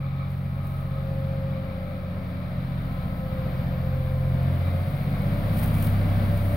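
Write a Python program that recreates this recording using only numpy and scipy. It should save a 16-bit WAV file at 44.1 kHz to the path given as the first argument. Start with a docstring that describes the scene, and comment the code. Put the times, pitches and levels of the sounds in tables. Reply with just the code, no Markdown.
"""A dirt track through grass, on a handheld two-port microphone. A six-cylinder diesel loader crawls in
from about 32 m to 11 m and revs up near the end: its exhaust drones, its hydraulic pump and gears sing,
and its firings throb in the roar and ring the bonnet panels. Behind it a second, slower engine hunts
up and down. Close to the microphone, grass rustles underfoot and a few stems snap."""
import sys
import numpy as np
from scipy import signal
from scipy.fft import rfft, irfft
from scipy.io import wavfile
from scipy.ndimage import uniform_filter1d

SR = 44100
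rng = np.random.default_rng(int(sys.argv[2]) if len(sys.argv) > 2 else 0)


def wav_record(signal):
    """Record a signal, one row per channel, as 16-bit PCM in the file named by sys.argv[1]."""
    frames = np.transpose(np.atleast_2d(signal))
    bounded = np.clip(frames, -1, 1)
    # unit amplitude maps onto the largest positive 16-bit level
    quanta = np.round(bounded * 32767).astype(np.int16)
    wavfile.write(sys.argv[1], SR, quanta)


N = 289296
MIDDLE_M = 16  # reference distance of the loader


def loader():
    """The machine on the track; its roar and weaker tones grow as it nears and as it revs."""
    # engine speed: t/s, cycle f/Hz (six firings a cycle)
    speed = [(0, 15.24), (1.45, 15.17), (1.8, 14.97), (2.5, 14.8), (4.3, 14.72), (4.55, 14.84),
             (5.22, 15.82), (5.5, 16.57), (6, 16.48), (6.55, 16.19)]
    idle_hz, throttle_db_per_hz = 14.59, 1.07
    hz = over_time(speed)[0]
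    cycles = np.cumsum(hz) / SR
    gain_db = 20 * np.log10(MIDDLE_M / metres()) + throttle_db_per_hz * (hz - idle_hz)
    return (cooling_air() + exhaust(cycles, gain_db) + pump(cycles) + gears(cycles, gain_db)
            + turbo() + amp(gain_db) * roar(cycles) + panels(cycles))


def exhaust(cycles, gain_db):
    """Orders of the engine cycle start as one suction pulse; the pipe spreads them a little in time."""
    # strong orders at the microphone, swelling and fading: {order: (t/s, level/dB)}
    strong_orders = {6: [(0, -35), (.3, -34), (1.7, -34.5), (2.2, -37), (3.6, -35), (4.3, -29), (4.75, -24),
                     (5, -33.5), (5.5, -28), (6, -22), (6.55, -25)], 9: [(0, -28.5), (.3, -32),
                     (1.5, -31.5), (1.8, -43), (2.25, -42), (2.7, -31.5), (3, -39), (3.5, -30.5),
                     (4.5, -26), (4.75, -37), (5, -27), (5.28, -28), (5.5, -37), (5.75, -31), (6.1, -41),
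                     (6.55, -56)], 10: [(0, -50), (1.3, -41), (2.45, -50), (2.75, -44), (3.1, -37.5),
                     (3.75, -39), (4, -49), (4.75, -38), (5.25, -39.5), (5.6, -31), (6.3, -31.5),
                     (6.55, -39.5)], 12: [(0, -41.5), (1.6, -38.5), (3.75, -33.5), (4, -40.5), (4.4, -35.5),
                     (5, -41), (5.25, -31), (5.5, -40.5), (6.55, -39)]}
    # weak orders from unequal cylinders: order, level/dB before the swell
    weak_orders = [(7, -45), (8, -48), (11, -49), (13, -51), (14, -49), (15, -53), (16, -57), (17, -62),
                   (18, -56), (19, -62), (20, -64), (21, -67), (22, -66), (24, -66), (26, -64), (36, -57),
                   (40, -60), (41, -56), (42, -63), (45, -62)]

    def start_turn(order):
        return .5 - .01 * (order - 9) ** 2
    strong_db = {order: over_time(curve)[0] for order, curve in strong_orders.items()}
    out = sum(tone(cycles, order, db, waver_db=.5, slip=.1, start=start_turn(order))
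              for order, db in strong_db.items())
    # orders 8 and 14 come from crank unbalance and swell with order 10
    crank_db = .7 * (strong_db[10] + 43)
    for order, db in weak_orders:
        swell_db = crank_db if order in (8, 14) else gain_db
        start = start_turn(order) + .3 * rng.standard_normal()
        out += tone(cycles, order, db + swell_db, waver_db=1.4, slip=.5, start=start)
    return out


def roar(cycles):
    """Combustion roar at the middle distance, throbbing with each firing and each cycle."""
    # spectrum of the roar: f/Hz, relative level/dB
    colour = [(15, -30), (30, -16), (50, -15), (85, -8), (170, -7), (230, -14), (321, -23), (438, -27),
              (543, -16), (875, -28), (1280, -27), (1480, -31), (2270, -32), (2690, -39), (4650, -43),
              (6050, -60), (7500, -72), (9750, -102)]
    # valves and injectors clatter alike in every cycle; the rest never repeats
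    steps = 3000
    clatter = rng.standard_normal((2, steps))[:, (cycles * steps).astype(int) % steps]
    angle = 2 * np.pi * cycles
    throb = amp(.18 * np.cos(6 * angle) + .23 * np.cos(angle) + .46 * walk(6.01))
    noise = rng.standard_normal((2, N)) + .31 * clatter
    return amp(-48.5) * at_ports(throb * noise, colour, lo_hz=848, hi_hz=5000)


def pump(cycles):
    """The hydraulic pump turns with the engine and sings louder while the hydraulics work."""
    # pump tone at the microphone: t/s, level/dB
    level = [(0, -53), (.72, -57.5), (1.0, -42.5), (1.2, -38.5), (1.5, -39), (1.8, -42), (2.2, -48.5),
             (2.7, -61), (3.08, -53), (3.25, -42.5), (3.4, -39.5), (3.6, -44.5), (4.08, -41), (4.4, -43.5),
             (4.6, -49.5), (4.75, -43), (4.95, -58), (5.08, -58), (5.27, -42), (5.38, -40), (5.55, -56),
             (5.82, -55), (6.1, -43), (6.4, -39.5), (6.55, -37.5)]
    return tone(cycles, order=35.47, db=over_time(level)[0], waver_db=.6, slip=.1)


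def gears(cycles, gain_db):
    """A fast mesh rasps under load, others whine by turns, and one geared shaft hums throughout."""
    # rasp at the microphone: t/s, level/dB
    rasp = [(0, -71), (4.3, -67), (4.75, -60), (5.1, -60), (5.35, -55.5), (5.55, -60), (5.8, -53),
            (6.0, -62), (6.3, -57), (6.55, -59)]
    # gear whines: order of the engine cycle, start t/s, end t/s, level/dB
    whines = [(53, 0.26, 1.82, -56.5), (38.3, 1.85, 2.4, -50), (38.08, 2.7, 4.5, -55),
              (87.9, 1.6, 1.96, -55.5), (88, 2.28, 3.6, -58), (70.6, 0.38, 2.4, -65.5),
              (70.3, 2.9, 4.33, -57), (52.9, 2.9, 4.2, -57), (84.5, .2, 1.2, -63.5), (47.1, 2.9, 4.3, -54),
              (47.1, 4.4, 5.2, -50), (41.3, 4.55, 4.8, -52), (31.65, 5.1, 5.53, -49.5),
              (46.5, 5.7, 7.1, -53.5)]
    rasp_backlash, whine_backlash = .0012, .001  # in engine cycles
    rasp_db = over_time(rasp)[0] + 2.5 * walk(25)
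    out = tone(cycles + rasp_backlash * walk(60), order=138.3, db=rasp_db, waver_db=1, slip=1)
    for order, start, end, db in whines:
        whine = tone(cycles + whine_backlash * walk(30), order, db, waver_db=1.5, slip=.45)
        out += held(start, end, rise_s=.24, fall_s=.24) * whine
    return out + tone(cycles, order=17.73, db=gain_db - 53.5, waver_db=2.5, slip=.5)


def panels(cycles):
    """Each firing shakes the bonnet panels, which ring in narrow bands that swell and fade."""
    # panel resonances: f/Hz, width/Hz, level/dB at the middle distance, loss with distance/(dB/m)
    resonances = [(1078, 32, -64, 0), (1275, 47, -64.5, -0.5), (1184, 100, -63.5, -0.4),
                  (2313, 200, -61, 0), (1577, 63, -69, .5), (3810, 560, -67, 0.23)]
    shake = amp(3 * (np.cos(2 * np.pi * 6 * cycles) + walk(20) / 2))
    out = 0
    for hz, width, db, loss in resonances:
        ring = [(20, -90), (hz - 2 * width, -30), (hz - width / 2, -3), (hz, 0),
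                (hz + width / 2, -3), (hz + 2 * width, -30), (20000, -90)]
        swell = amp(db - loss * (metres() - MIDDLE_M) + 1.3 * walk(4))
        out += swell * at_ports(shake * rng.standard_normal((2, N)), ring, lo_hz=20, hi_hz=20000)
    return out


def cooling_air():
    """The loader's cooling air, a high hiss that grows as it comes closer."""
    # spectrum of the hiss: f/Hz, relative level/dB
    colour = [(3060, -31), (5200, -24), (5790, -16), (7680, -17.5), (9170, -3.5), (10800, -6), (15800, 1.5)]
    # top band of the hiss at the microphone: t/s, level/dB
    level = [(0, -67.5), (.5, -65), (1.2, -64.5), (1.6, -64), (1.9, -63.5), (2.5, -63), (2.9, -61.5),
             (3.3, -62.5), (3.9, -62), (4.3, -60), (4.6, -57), (5.2, -56), (5.6, -54), (6, -54),
             (6.55, -53)]
    swell = amp(over_time(level)[0] + .55 * walk(6))
    return swell * at_ports(rng.standard_normal((2, N)), colour, lo_hz=8950, hi_hz=16200)


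def turbo():
    """A faint whistle; the turbo runs free of the crank, so its pitch trembles."""
    # turbo whistle: t/s, f/Hz, level/dB
    whistle = [(0, 14650, -80), (1.5, 14600, -78), (2.5, 14150, -78), (3, 14000, -76), (3.9, 14000, -72),
               (4.5, 14000, -73), (5.1, 15800, -73), (5.3, 16600, -72)]
    hz, db = over_time(whistle)
    cycles = np.cumsum(hz + 25 * walk(60)) / SR
    return tone(cycles, 1, db, waver_db=2.5, slip=0)


def second_engine():
    """From behind the loader come only a low throb and its octave, which opens up at speed."""
    # hunting throb: t/s, firing f/Hz, level/dB
    hunting = [(0, 30.4, -45), (.75, 33, -40), (1.3, 32.7, -39), (1.75, 31.1, -41), (2.05, 29.2, -43),
               (2.5, 28.9, -40.5), (3, 32.9, -37), (3.4, 35.2, -36), (3.85, 35.6, -35), (4.2, 34, -35.5),
               (4.55, 30, -41.5), (5, 28.4, -39.5), (5.25, 32.5, -36), (5.75, 34.1, -30), (6, 33.3, -31.5),
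               (6.55, 33.9, -31)]
    mean_hz, octave_db_per_hz = 32, .56
    hz, db = uniform_filter1d(over_time(hunting), size=8000)
    firings = np.cumsum(hz) / SR
    octave_db = db - 3.5 + octave_db_per_hz * (hz - mean_hz)
    throb = tone(firings, 1, db, waver_db=1, slip=.15)
    return throb + tone(firings, 2, octave_db, waver_db=1.5, slip=.3)


def grass():
    """Underfoot by the microphone, blades brush in a grainy hiss at each step; a few stems snap."""
    # brushes through the grass: start t/s, length/s, level/dB
    brushes = [(.295, 0.092, -69), (0.638, 0.18, -62.5), (5.545, 0.018, -56.5), (5.58, 0.014, -46),
               (5.633, 0.012, -46.5), (5.658, .01, -52), (5.7, .02, -61), (5.745, 0.05, -49.5),
               (5.827, 0.041, -44.5), (5.92, .06, -63)]
    # snapping stems: t/s, peak level/dB
    snaps = [(0.3044, -61), (0.3174, -58), (0.6694, -55), (0.7094, -62), (2.9272, -56), (3.711, -61),
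             (4.4294, -52), (5.219, -49), (5.7414, -48), (6.2327, -53), (6.375, -42.5)]
    # spectrum of the rustle: f/Hz, relative level/dB
    colour = [(1200, -31), (2300, -6.5), (4000, -14), (6300, -21.5), (7800, -22), (8800, -11),
              (15100, -5.5), (15800, -1.5)]
    brushing = sum(amp(db) * held(t, t + length, rise_s=.016, fall_s=.026) for t, length, db in brushes)
    snapping = sum(amp(db) * held(t, t, rise_s=.0005, fall_s=.004) for t, db in snaps)
    envelope = brushing * amp(1.6 * walk(300)) + snapping
    grains = envelope * rng.standard_normal((2, N))
    return np.sqrt(np.mean(envelope ** 2)) * at_ports(grains, colour, lo_hz=9000, hi_hz=16300)


def metres():
    """Distance from the loader to the microphone, one value a sample."""
    # approach along the track: t/s, distance/m
    approach = [(0, 32.5), (1.3, 23), (3, 17), (4.5, 13.7), (6.56, 11.3)]
    return over_time(approach)[0]


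def ports(hz):
    """Correlation of the microphone's two ports at hz, and the tilt: left gain, inverse of the right."""
    # stereo image: f/Hz, correlation, left minus right level/dB
    image = [(60, 0.95, -0.2), (127.5, 1, 0), (400, 0.81, 2), (565, 0.83, 4), (1140, 0.2, 1.5),
             (1400, -0.29, 3), (1820, 0.07, 2.8), (2360, 0.51, 2), (3500, -0.24, 10), (4500, 0.55, 4.5),
             (6500, 0.78, 0), (7500, 0.09, 7), (8500, -0.06, 15.5), (10500, 0.09, 14.5), (12500, 0.57, 1.5),
             (15000, 0.83, 1)]
    correlation = over_hz([(f, c) for f, c, _ in image], hz)
    balance_db = over_hz([(f, db) for f, _, db in image], hz)
    return np.clip(correlation, -.95, 1), amp(balance_db / 2)


def at_ports(noises, colour, lo_hz, hi_hz):
    """Colours two noises and spreads them over the ports; their mean has rms 1 from lo_hz to hi_hz."""
    hz = np.fft.rfftfreq(N, 1 / SR)
    correlation, tilt = ports(hz)
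    left, independent = rfft(noises)
    right = correlation * left + np.sqrt(1 - correlation ** 2) * independent
    pair = np.array([tilt * left, right / tilt])
    pair *= amp(over_hz(colour, hz)) / np.sqrt(tilt ** 2 + tilt ** -2 + 2 * correlation)
    band = pair.mean(axis=0)[(hz > lo_hz) & (hz < hi_hz)]
    return irfft(pair, N) * N / np.sqrt(2 * np.sum(np.abs(band) ** 2))


def tone(cycles, order, db, waver_db, slip, start=None):
    """One order of a turning shaft, wavering in level and phase; slip in radians, start in turns."""
    mean_hz = order * cycles[-1] * SR / N
    correlation, tilt = ports(mean_hz)
    apart = np.arccos(correlation) / 2  # the delay between the two ports shifts the phase between them
    turn = rng.random() if start is None else start
    phase = 2 * np.pi * (order * cycles + turn) + slip * walk(5)
    size = np.sqrt(2) * amp(db + waver_db * walk(4.047))
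    return size * np.array([tilt * np.cos(phase + apart), np.cos(phase - apart) / tilt])


def amp(db):
    """Gain of a level in dB."""
    return np.exp(np.asarray(db) * np.log(10) / 20)


def over_hz(table, hz):
    """Reads (f/Hz, value) points on a log-frequency axis."""
    f, values = np.transpose(table)
    return np.interp(np.log(np.maximum(hz, 1)), np.log(f), values)


def over_time(table):
    """Value columns of (t/s, value, ..) rows, one value a sample."""
    t, *columns = np.transpose(table)
    return [np.interp(np.arange(N) / SR, t, column) for column in columns]


def walk(rate):
    """Smooth drift: random levels held 1 / rate s and slewed twice."""
    hold = int(SR / rate)
    steps = np.repeat(rng.standard_normal(N // hold + 1), hold)
    return 2.07 * uniform_filter1d(uniform_filter1d(steps, hold), hold)[:N]


def held(start, end, rise_s, fall_s):
    """Gain 1 from start to end, dying away exponentially before and after."""
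    t = np.arange(N) / SR
    return np.exp(np.minimum(t - start, 0) / rise_s - np.maximum(t - end, 0) / fall_s)


def scene():
    """The loader on the track, the second engine behind it and the grass close by."""
    return loader() + second_engine() + grass()


def record(dry):
    """The sound fades in over 7 ms; the recorder cuts the top above 15.8 kHz."""
    fade_in = np.sin(np.pi / 2 * np.minimum(np.arange(N) / 300, 1)) ** 2
    lowpass = signal.ellip(14, .3, 75, 15790, fs=SR, output="sos")
    return signal.sosfilt(lowpass, dry * fade_in)


dry = scene()
out = record(dry)
wav_record(out)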